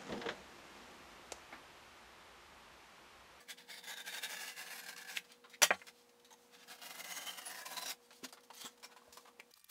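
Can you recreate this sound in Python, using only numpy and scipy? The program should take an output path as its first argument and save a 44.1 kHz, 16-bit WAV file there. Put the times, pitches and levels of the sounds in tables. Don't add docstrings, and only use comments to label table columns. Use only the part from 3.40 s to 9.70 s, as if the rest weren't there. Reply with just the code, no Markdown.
import sys
import numpy as np
from scipy import signal
from scipy.fft import rfft, irfft
from scipy.io import wavfile
from scipy.ndimage import uniform_filter1d

SR = 44100
rng = np.random.default_rng(int(sys.argv[2]) if len(sys.argv) > 2 else 0)


def level_to_linear(level):
    exponent = np.asarray(level, float) / 20
    return 10 ** exponent


def to_wav(sig):
    pcm = np.clip(np.atleast_2d(sig), -1, 1) * 32767
    pcm = np.round(pcm).astype(np.int16)
    wavfile.write(sys.argv[1], SR, pcm.T)


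N = 277830
T = np.arange(N) / SR
HZ = np.fft.rfftfreq(N, 1 / SR)
BENCH_TOP_HZ, FIZZ_HZ = 1200, 5000
SCENE_CHANGE_S = 6.115


def read(points, hz):
    f, value = np.transpose(points)
    return np.interp(np.log(hz + 1), np.log(f + 1), value)


def shaped(x, gain):
    return irfft(rfft(x) * gain / np.sqrt(np.mean(abs(gain) ** 2)), N)


def drift(width):
    x = uniform_filter1d(rng.standard_normal(N), int(width))
    x = uniform_filter1d(x, int(width))
    return x / x.std()


def resonate(x, hz, width_hz):
    r = np.exp(-np.pi * width_hz / SR)
    zeros = np.sqrt((1 - r ** 2) / 2) * np.array([1, 0, -1])
    poles = [1, -2 * r * np.cos(2 * np.pi * hz / SR), r ** 2]
    return signal.lfilter(zeros, poles, x)


def room_tone(air, air_db, fan):
    out = level_to_linear(air_db + 0.29 * drift(3000)) * shaped(rng.standard_normal(N), level_to_linear(read(air, HZ)))
    for hz, db, waver_hz in fan:
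        turns = np.cumsum(hz + waver_hz * drift(1700)) / SR
        out += np.sqrt(2) * level_to_linear(db + 1.2 * drift(900)) * np.sin(2 * np.pi * turns)
    return out


# frequency in Hz, level in dB per Hz.
AIR_WORKSHOP = [(60, -43), (150, -13), (240, -5), (310, -11), (420, -15.5), (750, -5), (1600, -13.5),
                (6200, -19), (15500, -26)]
AIR_CLOSE = [(15, -53), (25, -26), (641, -11), (1190, -4), (2550, -2), (4740, -6), (5570, -2), (16000, -13)]
# pitch in Hz, level in dB rms, waver in Hz.
FAN_WORKSHOP = [(237, -80.5, 1.7), (258, -82.5, 3), (480.3, -72, .9), (540, -81.5, 2.3), (950, -95, 0.62),
                (356, -86.5, 6)]
FAN_CLOSE = [(1168, -87, .83), (1840, -86, 0.74), (2380, -83, 0.63), (3569, -93, .8)]


def room_tones():
    first = np.clip((SCENE_CHANGE_S - T) / 0.0013, 0, 1)
    wide = room_tone(AIR_WORKSHOP, -70.5, FAN_WORKSHOP)
    close = room_tone(AIR_CLOSE, -76.5, FAN_CLOSE)
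    return first * wide + (1 - first) * close


def fibres(snaps_per_s=2500, spread_db=3.5, share=0.48, patchy_db=3.5):
    signs = (rng.random(N) < snaps_per_s / SR) * rng.choice([-1, 1], N)
    snaps = signs * level_to_linear(spread_db * np.minimum(rng.exponential(1, N), 3.2))
    hiss = rng.standard_normal(N) * level_to_linear(2.06 * drift(36))
    mix = np.sqrt(1 - share ** 2) * hiss + share * snaps / snaps.std()
    hz, _, z = signal.stft(mix, SR, nperseg=1024)
    patches = uniform_filter1d(rng.standard_normal(z.shape), size=25, axis=1) * 5
    patches *= np.clip(hz / 1200, 0, 1)[:, None]
    torn = signal.istft(z * level_to_linear(patchy_db * patches), nperseg=1024)[1][:N]
    return torn / torn.std()


def pressure(rows):
    power = np.zeros((3, N))
    for s, db, rise_ms, fall_ms, fizz_db, bench_db in rows:
        near = slice(max(round((s - 0.15) * SR), 0), round((s + 0.24) * SR))
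        ms = (T[near] - s) * 1000
        shape_db = -6 * (abs(ms) / np.where(ms < 0, rise_ms, fall_ms)) ** 1.37
        level_db = np.array([[db + bench_db], [db - 7.0], [db + fizz_db]])
        power[:, near] += level_to_linear(shape_db + level_db) ** 2
    return np.sqrt(power)


def friction(rows, colour, rings):
    def below(hz):
        return 1 / (1 + (HZ / hz) ** 6)
    bands = np.sqrt([below(BENCH_TOP_HZ), below(FIZZ_HZ) - below(BENCH_TOP_HZ), 1 - below(FIZZ_HZ)])
    drives = fibres() * pressure(rows)
    out = sum(shaped(drive, band * level_to_linear(read(colour, HZ))) for band, drive in zip(bands, drives))

    load = np.sqrt(abs(uniform_filter1d(np.minimum(drives[1] ** 2, level_to_linear(-106)), 3000)))
    out += level_to_linear(-28.5) * load * resonate(resonate(rng.standard_normal(N), 180, 24.0), 291, 120)

    grain_db = 2.2 * drift(600)
    for k, (hz, width, db, s, reach) in enumerate(rings):
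        near = slice(max(round((s - 3 * reach) * SR), 0), round((s + 3 * reach + 0.05) * SR))
        passing_db = -3.7 * ((T[near] - s) / reach) ** 2
        patchy_db = np.roll(grain_db, k * SR // 2)[near]
        drive = drives[int(hz > BENCH_TOP_HZ) + int(hz > FIZZ_HZ), near]
        drive = drive * level_to_linear(db - 3.5 + patchy_db + passing_db)
        out[near] += resonate(drive, hz - 0.34 * width, width)
        out[near] -= resonate(drive, hz + 1.31 * width, width)
    return out


def slips(rows, bite):
    s, db, rise_ms, fall_ms = np.transpose(rows)
    speed_db = np.interp(s, *np.transpose(bite))
    doublings = np.log2((rise_ms + fall_ms) / 30)
    over_db = db - np.median(db)
    fizz_db = -5.5 + speed_db - 0.059 * over_db + 2 * doublings
    bench_db = -8.5 + speed_db - 0.46 * over_db + 2.5 * doublings
    return np.transpose([s, db, rise_ms, fall_ms, fizz_db, bench_db])


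def catches(rows):
    crest_db, rise_ms = 16, 2.2
    return [(s, peak_db - crest_db, rise_ms, fall_ms) for s, peak_db, fall_ms in rows]


# time in seconds, level in dB, rise in ms, fall in ms.
SCRATCH_SLIPS = [
    (.005, -64, 2.6, 21),
    (.104, -45.5, 9.4, 15),
    (.183, -51.5, 6, 31),
]
CUT_1_SLIPS = [(0.306, -49, 13.4, 43), (.388, -54.5, 26, 12), (0.442, -53, 4.6, 6.6), (.507, -50.5, 29, 19),
               (0.537, -50, 7.4, 7.7), (0.581, -49, 10.7, 4.5), (0.604, -50, 12, 14),
               (0.675, -46.5, 6, 20.6), (.748, -46.5, 10, 4.7), (0.788, -50, 65, 7), (0.842, -38.5, 10, 14),
               (0.904, -49, 6, 58), (0.945, -56, 110, 16), (0.97, -45, 2.6, 8.1), (1.011, -48.5, 17, 62),
               (1.08, -46.5, 4.3, 26.6), (1.185, -49.5, 13.4, 52), (1.271, -53.5, 6.9, 27),
               (1.336, -50.5, 29, 12), (1.36, -50.5, 10, 20), (1.396, -49, 6.4, 16.5), (1.442, -51, 12, 10),
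               (1.465, -47, 4, 4.7), (1.493, -49, 16, 19), (1.528, -52.5, 3.6, 13),
               (1.581, -43.5, 4.1, 9.5), (1.629, -50.5, 34, 6.2), (1.7, -48, 21.4, 48),
               (1.773, -36, 9.3, 8.8)]
# time in seconds, peak in dB, fall in ms.
CUT_1_CATCHES = [(0.2922, -43, 12), (0.4309, -47, 9.1), (0.448, -39, 7.5), (0.4734, -34.5, 11),
                 (0.5724, -44, 11), (0.649, -41.5, 10), (0.6614, -34.5, 12), (0.7272, -33, 10),
                 (0.826, -30, 13), (0.8954, -33, 9), (1.1684, -37.5, 11), (1.2672, -41, 8),
                 (1.3065, -34, 10), (1.381, -32.5, 9.3), (1.487, -31, 15), (1.6496, -35, 8.9)]
# time in seconds, lift of fizz and
# bench in dB.
CUT_1_BITE = [(.1, 4), (.19, -9.5), (.45, 4.5), (.85, 1.5), (1.2, 2), (1.5, 1), (1.63, -2), (1.77, -2.5)]
# frequency in Hz, level in dB per Hz.
CUT_1_COLOUR = [(180, -54), (300, -27.5), (756, -12), (1330, -16.5), (1600, -1), (2250, -2.5), (8000, -13),
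                (15500, -18.5)]
# pitch in Hz, width in Hz, level in dB, centre in s, reach in s.
CUT_1_RINGS = [(2200, 150, 9.5, 0.089, 0.021), (2190, 140, 0, 0.34, 0.056), (4980, 580, 3, 0.37, 0.06),
               (3640, 137, 8, 0.6, 0.21), (3450, 180, 1.5, 0.1, 0.08), (2030, 120, 6.5, 0.51, 0.048),
               (4600, 110, 2, 0.73, 0.029), (1620, 90, 9.5, 0.54, 0.045), (1700, 72, 1, 1.185, 0.13),
               (1696, 71, 0, 1.3, 0.09), (12500, 1100, -3.5, 1.36, 0.046), (6460, 460, -8, 1.3, .04),
               (2420, 360, -5, 1.32, 0.052), (1690, 90, 4, 1.606, 0.077), (900, 92, -6.5, 0.25, 0.48),
               (770, 33, -2.5, 1.43, 0.16), (2814, 170, 2.5, 1.13, 0.15), (3730, 72, -4.5, 1.28, 0.13),
               (6900, 490, -3.5, 0.51, 0.034), (1660, 150, -6, 0.84, 0.051)]


def first_cut():
    rows = [*SCRATCH_SLIPS, *CUT_1_SLIPS, *catches(CUT_1_CATCHES)]
    return friction(slips(rows, CUT_1_BITE), CUT_1_COLOUR, CUT_1_RINGS)


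# time in seconds, level in dB, fall in ms, fizz in dB, bench in dB.
TICKS = [(1.564, -47, 4.4, -9, -11), (1.843, -60, 21, -9, -11), (1.902, -58, 8.3, -17, -18),
         (1.92, -66.5, 6, 8, -15), (2.395, -58, 10, -19, -13), (2.693, -67.5, 10, -3, -20),
         (2.041, -58, 24, -22, -2), (2.098, -68, 20, 5, -1), (2.417, -58, 9.5, -33, -7),
         (2.469, -52, 7.4, -5.5, -20), (2.798, -63.5, 5, -7, -19), (2.847, -61, 18, -7, -33),
         (2.906, -63.5, 16, -3, -5), (2.927, -68.5, 6.5, 5.5, 3.5), (2.939, -69, 6.4, 3, 4),
         (4.707, -55.5, 14, -13, -5.5), (4.729, -59, 8, -5, -7), (4.887, -60, 11, -1.5, -7),
         (4.927, -66.5, 14, 10.5, 10.5), (4.973, -60, 13, -20, 2.5), (5.007, -70, 4, 4, -10),
         (5.034, -73.5, 17, 8.5, -1), (5.4, -70, 6.7, 3, -13), (5.103, -55.5, 9, -10.5, 2),
         (5.136, -60, 18, 1, -10), (5.2505, -52, 2, 3, -8), (5.377, -70, 5.9, 4, 2),
         (5.43, -55.5, 17, -2, -4), (5.564, -59.5, 19, -8.5, -4), (5.726, -63.5, 30, 4, -20),
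         (5.772, -55, 10, 0, -1), (5.853, -67, 11, -3, 4.5), (5.9996, -54, 4.4, -2.5, -5)]
# time in seconds, level in dB, half length in ms, fizz in dB, bench in dB.
SOFT_RUBS = [(1.922, -59, 28, -13, -17), (2.144, -50, 10, -16, -31), (2.343, -49, 8.8, -15, -2.5),
             (2.486, -51, 10.6, -8, -11), (2.4, -73, 50, 2.5, -13.5), (2.59, -68.5, 47, -3.5, -24),
             (3.03, -74, 52, 1.5, -12), (4.65, -73.5, 28, 2, -13), (4.765, -73, 35, 7.5, -14),
             (4.849, -44, 8.2, -4, -8.5), (5.18, -60, 26, 3, -10), (5.216, -53.5, 11, 4, -8),
             (5.258, -53, 19.4, 1, -1.5), (5.32, -69.5, 19, -1, -5), (5.45, -58.5, 9.1, 3.5, 3),
             (5.523, -59.5, 11, -10, -2.5), (5.68, -78.5, 89, 2, 5), (5.815, -73, 28, 4.5, -14),
             (5.882, -66.5, 12, -3, 4.5), (5.996, -68, 5.3, -6, -5.5)]
# frequency in Hz, level in dB per Hz.
RUSTLE_COLOUR = [(76, -42), (130, -27), (237, -19), (375, -8.5), (942, -1.5), (3390, 3), (15500, -13.5)]
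# pitch in Hz, width in Hz, level in dB, centre in s, reach in s.
RUSTLE_RINGS = [(2150, 350, 6, 2.14, 0.023), (3500, 240, 10.5, 5.255, 0.023), (2350, 110, 8, 5.447, .015),
                (5570, 240, 4.4, 5.436, 0.011), (6050, 290, 3.7, 5.46, .01), (7800, 500, 1, 5.27, 0.012),
                (6500, 470, 3.6, 2.93, 0.008), (3950, 500, 5.3, 2.87, 0.065),
                (13100, 450, 1, 5.155, 0.0053), (8860, 51, -2, 4.663, .015), (4390, 60, 0, 5.1, .04),
                (4300, 140, -5, 4.78, 0.029), (4230, 300, 0.5, 2.34, .01), (3500, 330, 1, 2.1, 0.013),
                (1950, 810, 9.3, 2.422, 0.0068), (900, 80, 3, 2.93, 0.042), (1083, 150, 4, 5.82, 0.089),
                (2330, 470, 11.5, 6.0, 0.016)]


def handling():
    ticks = [(s, db, 0.84, fall_ms, *levels) for s, db, fall_ms, *levels in TICKS]
    rubs = [(s, db, half_ms, half_ms, *levels) for s, db, half_ms, *levels in SOFT_RUBS]
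    return friction(ticks + rubs, RUSTLE_COLOUR, RUSTLE_RINGS)


# time in seconds, level in dB, pitch in Hz, T60 in s.
PUSHES = [(1.772, -19.5, 2640, 0.0065), (1.7715, -28.5, 3500, .006), (4.602, -64, 1010, 0.04),
          (5.772, -53, 1050, .02), (1.775, -28, 2050, 0.012), (2.219, -51, 166, 0.22),
          (2.2187, -21.5, 1500, .012), (2.219, -28, 2500, .012), (2.2298, -20, 4300, 0.0064),
          (2.2321, -14, 5820, 0.019), (2.2308, -17, 6250, 0.016), (2.2308, -20, 7170, 0.024),
          (2.3058, -23, 830, 0.022), (2.3065, -31, 1900, .008), (4.9258, -46, 8550, .006),
          (4.9256, -47, 4800, .01), (2.308, -41.5, 189, 0.098), (2.324, -56.5, 86.5, 0.21),
          (4.831, -43.5, 256, 0.12), (4.834, -51, 300, 0.075), (4.83, -46, 450, 0.039),
          (5.103, -50, 960, 0.037), (5.244, -46, 241, 0.048), (5.246, -53.5, 350, .04),
          (5.432, -54.5, 1001, 0.15), (5.497, -63, 980, 0.1), (5.563, -52, 1004, 0.09),
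          (5.618, -56, 1100, .05), (5.108, -47.5, 896, 0.05), (5.677, -54, 618, 0.049),
          (5.68, -60, 70.2, 0.17), (5.993, -52, 439, 0.026), (5.9987, -36, 2500, 0.0062),
          (6.005, -41.5, 2290, 0.0095)]
# time in seconds, level in dB, pitch in Hz, T60 in s.
TOOL_SHIMMER = [(2.2308, -64, 9044, .65), (2.2308, -68, 9066, .5), (2.2308, -56, 7695, .45),
                (2.2308, -50, 4355, .25), (2.2308, -58, 7715, .45), (2.2308, -53, 6551, .45),
                (2.2308, -63, 7262, .34), (2.2308, -42, 3528, .27)]


def thumps():
    out, t = np.zeros(N), T[:SR // 2]
    for s, db, hz, t60 in [*PUSHES, *TOOL_SHIMMER]:
        onset = 1 - np.exp(-4 * hz * t)
        swing = level_to_linear(db - 60 * t / t60) * onset * np.sin(2 * np.pi * hz * t)
        part = out[round(s * SR):][:len(t)]
        part += swing[:len(part)]
    return out


def struck(contacts, colour, modes, ring_db=-7.5):
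    burst, clicks = np.zeros(N), np.zeros(N)
    for s, db, ms in contacts:
        burst += level_to_linear(db - 7.0 * np.maximum(T - s, 0) * 1000 / ms) * (T > s)
        clicks[round(s * SR)] = level_to_linear(db)
    t = T[:SR // 2]
    ring = sum(level_to_linear(db - 60 * t / t60) * np.sin(2 * np.pi * hz * t) for hz, db, t60 in modes)
    ring *= 1 - np.exp(-t / 0.0004)
    rattle = shaped(burst * rng.standard_normal(N), level_to_linear(read(colour, HZ)))
    rattle = rattle * np.clip((T - contacts[0][0]) / 0.001, 0, 1)
    return rattle + level_to_linear(ring_db) * signal.fftconvolve(clicks, ring)[:N]


# time in seconds, blow in dB, burst in ms.
DROP_CONTACTS = [
    (2.2185, -24, 12.5),
    (2.2255, -32.5, 4),
    (2.2308, -19, 1.3),
    (2.236, -26, 6.5),
    (2.243, -38.5, 6.8),
]
KNOCK_CONTACTS = [
    (2.3062, -23, 4),
    (2.311, -30.5, 6),
]
# frequency in Hz, level in dB per Hz.
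DROP_RATTLE = [(120, -56.5), (200, -25.5), (596, -11.5), (974, -8), (3300, -5), (3820, -14.5), (6020, -11),
               (7760, -15), (15500, -20)]
KNOCK_RATTLE = [(88, -61), (150, -39), (750, 2.5), (1050, -8.5), (1910, -2.5), (3000, -23.5), (4800, -35),
                (15500, -48)]
# pitch in Hz, level in dB, T60 in s.
STEEL_MODES = [(627, -2.5, 0.051), (800, -5, .06), (1610, -15.5, .12), (1900, -14.5, 0.16),
               (2680, -14, 0.11), (3180, -9.5, 0.065), (3420, -14, .08), (4654, -5.5, 0.11),
               (5330, -14, .06), (7090, -6.5, 0.061), (4300, -11, .05), (10900, -5, .06)]
BENCH_MODES = [(632, -7, 0.073), (1130, -8.5, 0.14), (1990, -8.5, .09), (2186, -13, .07), (1583, 11, 0.021),
               (1810, -27.5, 0.21), (2007, 14, 0.013), (2370, 7.5, 0.035), (3130, -19, 0.15),
               (2700, -20, 0.12), (4220, -25, 0.101)]


def dropped_tool():
    bounces = struck(DROP_CONTACTS, DROP_RATTLE, STEEL_MODES)
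    return bounces + struck(KNOCK_CONTACTS, KNOCK_RATTLE, BENCH_MODES)


# time in seconds, level in dB, rise in ms, fall in ms.
CUT_2_SLIPS = [(3.151, -53, 17, 13), (3.205, -55.5, 20, 17), (3.235, -53.5, 9.6, 9.7),
               (3.319, -48.5, 22.5, 19.6), (3.354, -55, 5, 12), (3.39, -56, 6, 8.1),
               (3.435, -49.5, 15.5, 7.1), (3.465, -47, 21, 15), (3.508, -48, 10, 17),
               (3.559, -48.5, 15, 5.9), (3.607, -47, 29, 11), (3.653, -51.5, 9.8, 35),
               (3.719, -45, 28, 11.6), (3.78, -44, 26, 12), (3.825, -50.5, 23, 30), (3.872, -47, 7, 54),
               (3.987, -45.5, 11.6, 12), (4.02, -53, 5, 18), (4.08, -49, 23, 5.6), (4.115, -48, 23, 14.6),
               (4.152, -50, 10, 18), (4.187, -51, 14, 20), (4.214, -52, 13, 17), (4.264, -47, 7.1, 17),
               (4.326, -48.5, 24, 25), (4.381, -41, 8.4, 11.6), (4.426, -44.5, 11, 15),
               (4.46, -42.5, 2.9, 15), (4.506, -40.5, 19, 13.5)]
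# time in seconds, peak in dB, fall in ms.
CUT_2_CATCHES = [(3.1353, -43.5, 12), (3.2797, -37.5, 14), (3.4186, -35, 12), (3.4994, -36, 12),
                 (3.5897, -41, 12), (3.6436, -29, 8.6), (3.714, -29, 7.1), (3.8621, -30.5, 12),
                 (3.98, -41, 15), (4.0158, -39, 9.4), (4.0567, -41, 8.5), (4.2574, -32, 16),
                 (4.367, -30.5, 12), (4.4546, -32, 7.1), (4.5045, -30, 3.7), (4.5175, -27, 3)]
# time in seconds, lift of fizz and
# bench in dB.
CUT_2_BITE = [(3.15, -10), (3.21, -15), (3.3, -3.5), (3.6, 0), (4.1, 2), (4.5, 2)]
# frequency in Hz, level in dB per Hz.
CUT_2_COLOUR = [(180, -24), (300, -8), (411, -18), (756, 1), (1030, -6.5), (2040, 0.5), (7000, -1.5),
                (15500, -3)]
# pitch in Hz, width in Hz, level in dB, centre in s, reach in s.
CUT_2_RINGS = [(1635, 70, -6, 3.29, 0.1), (2850, 32, -1, 3.8, 0.23), (3030, 110, -4, 3.74, 0.053),
               (3070, 65, 3.5, 3.9, 0.082), (2090, 110, -5, 3.67, 0.31), (780, 81, -16, 3.85, 0.78),
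               (700, 93, -8, 4.5, 0.15), (6570, 130, -3, 3.72, 0.085), (10300, 460, 9, 4.07, 0.013),
               (1010, 42, -2, 4.23, 0.21), (1890, 160, 4.5, 4.16, 0.074), (1670, 21, -1, 4.25, 0.11),
               (4000, 200, 3.5, 4.37, 0.071), (5580, 320, 3, 4.47, 0.021), (6250, 400, 5, 4.8, .012)]


def second_cut():
    rows = [*CUT_2_SLIPS, *catches(CUT_2_CATCHES)]
    return friction(slips(rows, CUT_2_BITE), CUT_2_COLOUR, CUT_2_RINGS)


# time in seconds, level in dB, rise in ms, fall in ms.
TRIM_SLIPS = [(6.113, -63, 3.3, 4.9), (6.1388, -54.5, 0.3, 2.2), (6.159, -70, 1, 8),
              (6.176, -66.5, 10, 7.9), (6.196, -61, 0.6, 3), (6.202, -65, .6, 2.1), (6.213, -73, .7, 6),
              (6.2437, -55.5, 0.3, 2.3), (6.2675, -69, 0.4, 2), (6.299, -61.5, 6.6, 10)]
# time in seconds, lift of fizz and bench in dB.
TRIM_BITE = [(6.11, 5.5), (6.3, 10)]
# frequency in Hz, level in dB per Hz.
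TRIM_COLOUR = [(120, -56), (700, -46.5), (2330, -31), (3960, -14), (4660, -14), (15500, 4)]
# pitch in Hz, width in Hz, level in dB, centre in s, reach in s.
TRIM_RINGS = [(4880, 400, 9.4, 6.14, 0.0084), (6600, 900, 6.8, 6.14, 0.0086), (8600, 400, 6, 6.215, 0.0091),
              (6000, 340, 1, 6.113, .006), (4800, 270, 3, 6.22, 0.055), (12000, 2500, 5.6, 6.245, .01)]


def trimming():
    return friction(slips(TRIM_SLIPS, TRIM_BITE), TRIM_COLOUR, TRIM_RINGS)


def workshop(x, t60=0.11, wet_db=-12):
    t = T[:SR // 4]
    echoes = (rng.random(len(t)) < 0.05) * rng.choice([-1, 1], len(t))
    taps = echoes * level_to_linear(-60 * t / t60) * (t > 0.004)
    return x + level_to_linear(wet_db) * signal.fftconvolve(x, taps / np.linalg.norm(taps))[:N]


def scene():
    bench = first_cut() + handling() + thumps() + dropped_tool() + second_cut()
    return (workshop(bench) + trimming() + room_tones())[None]


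def top_cut(x):
    return signal.sosfilt(signal.butter(12, 16480, fs=SR, output="sos"), x)


def record(dry):
    bass_cut = signal.butter(2, 110, "highpass", fs=SR, output="sos")
    rumble = level_to_linear(-92.5) * shaped(rng.standard_normal(N), HZ ** 2 / (1 + (HZ / 75) ** 4))
    edge = signal.firwin(1201, 15760, window=("kaiser", 7), fs=SR)
    heard = signal.oaconvolve(signal.sosfilt(bass_cut, dry) + rumble, edge[None], "same")
    return top_cut(heard)


dry = scene()
out = record(dry)
to_wav(out)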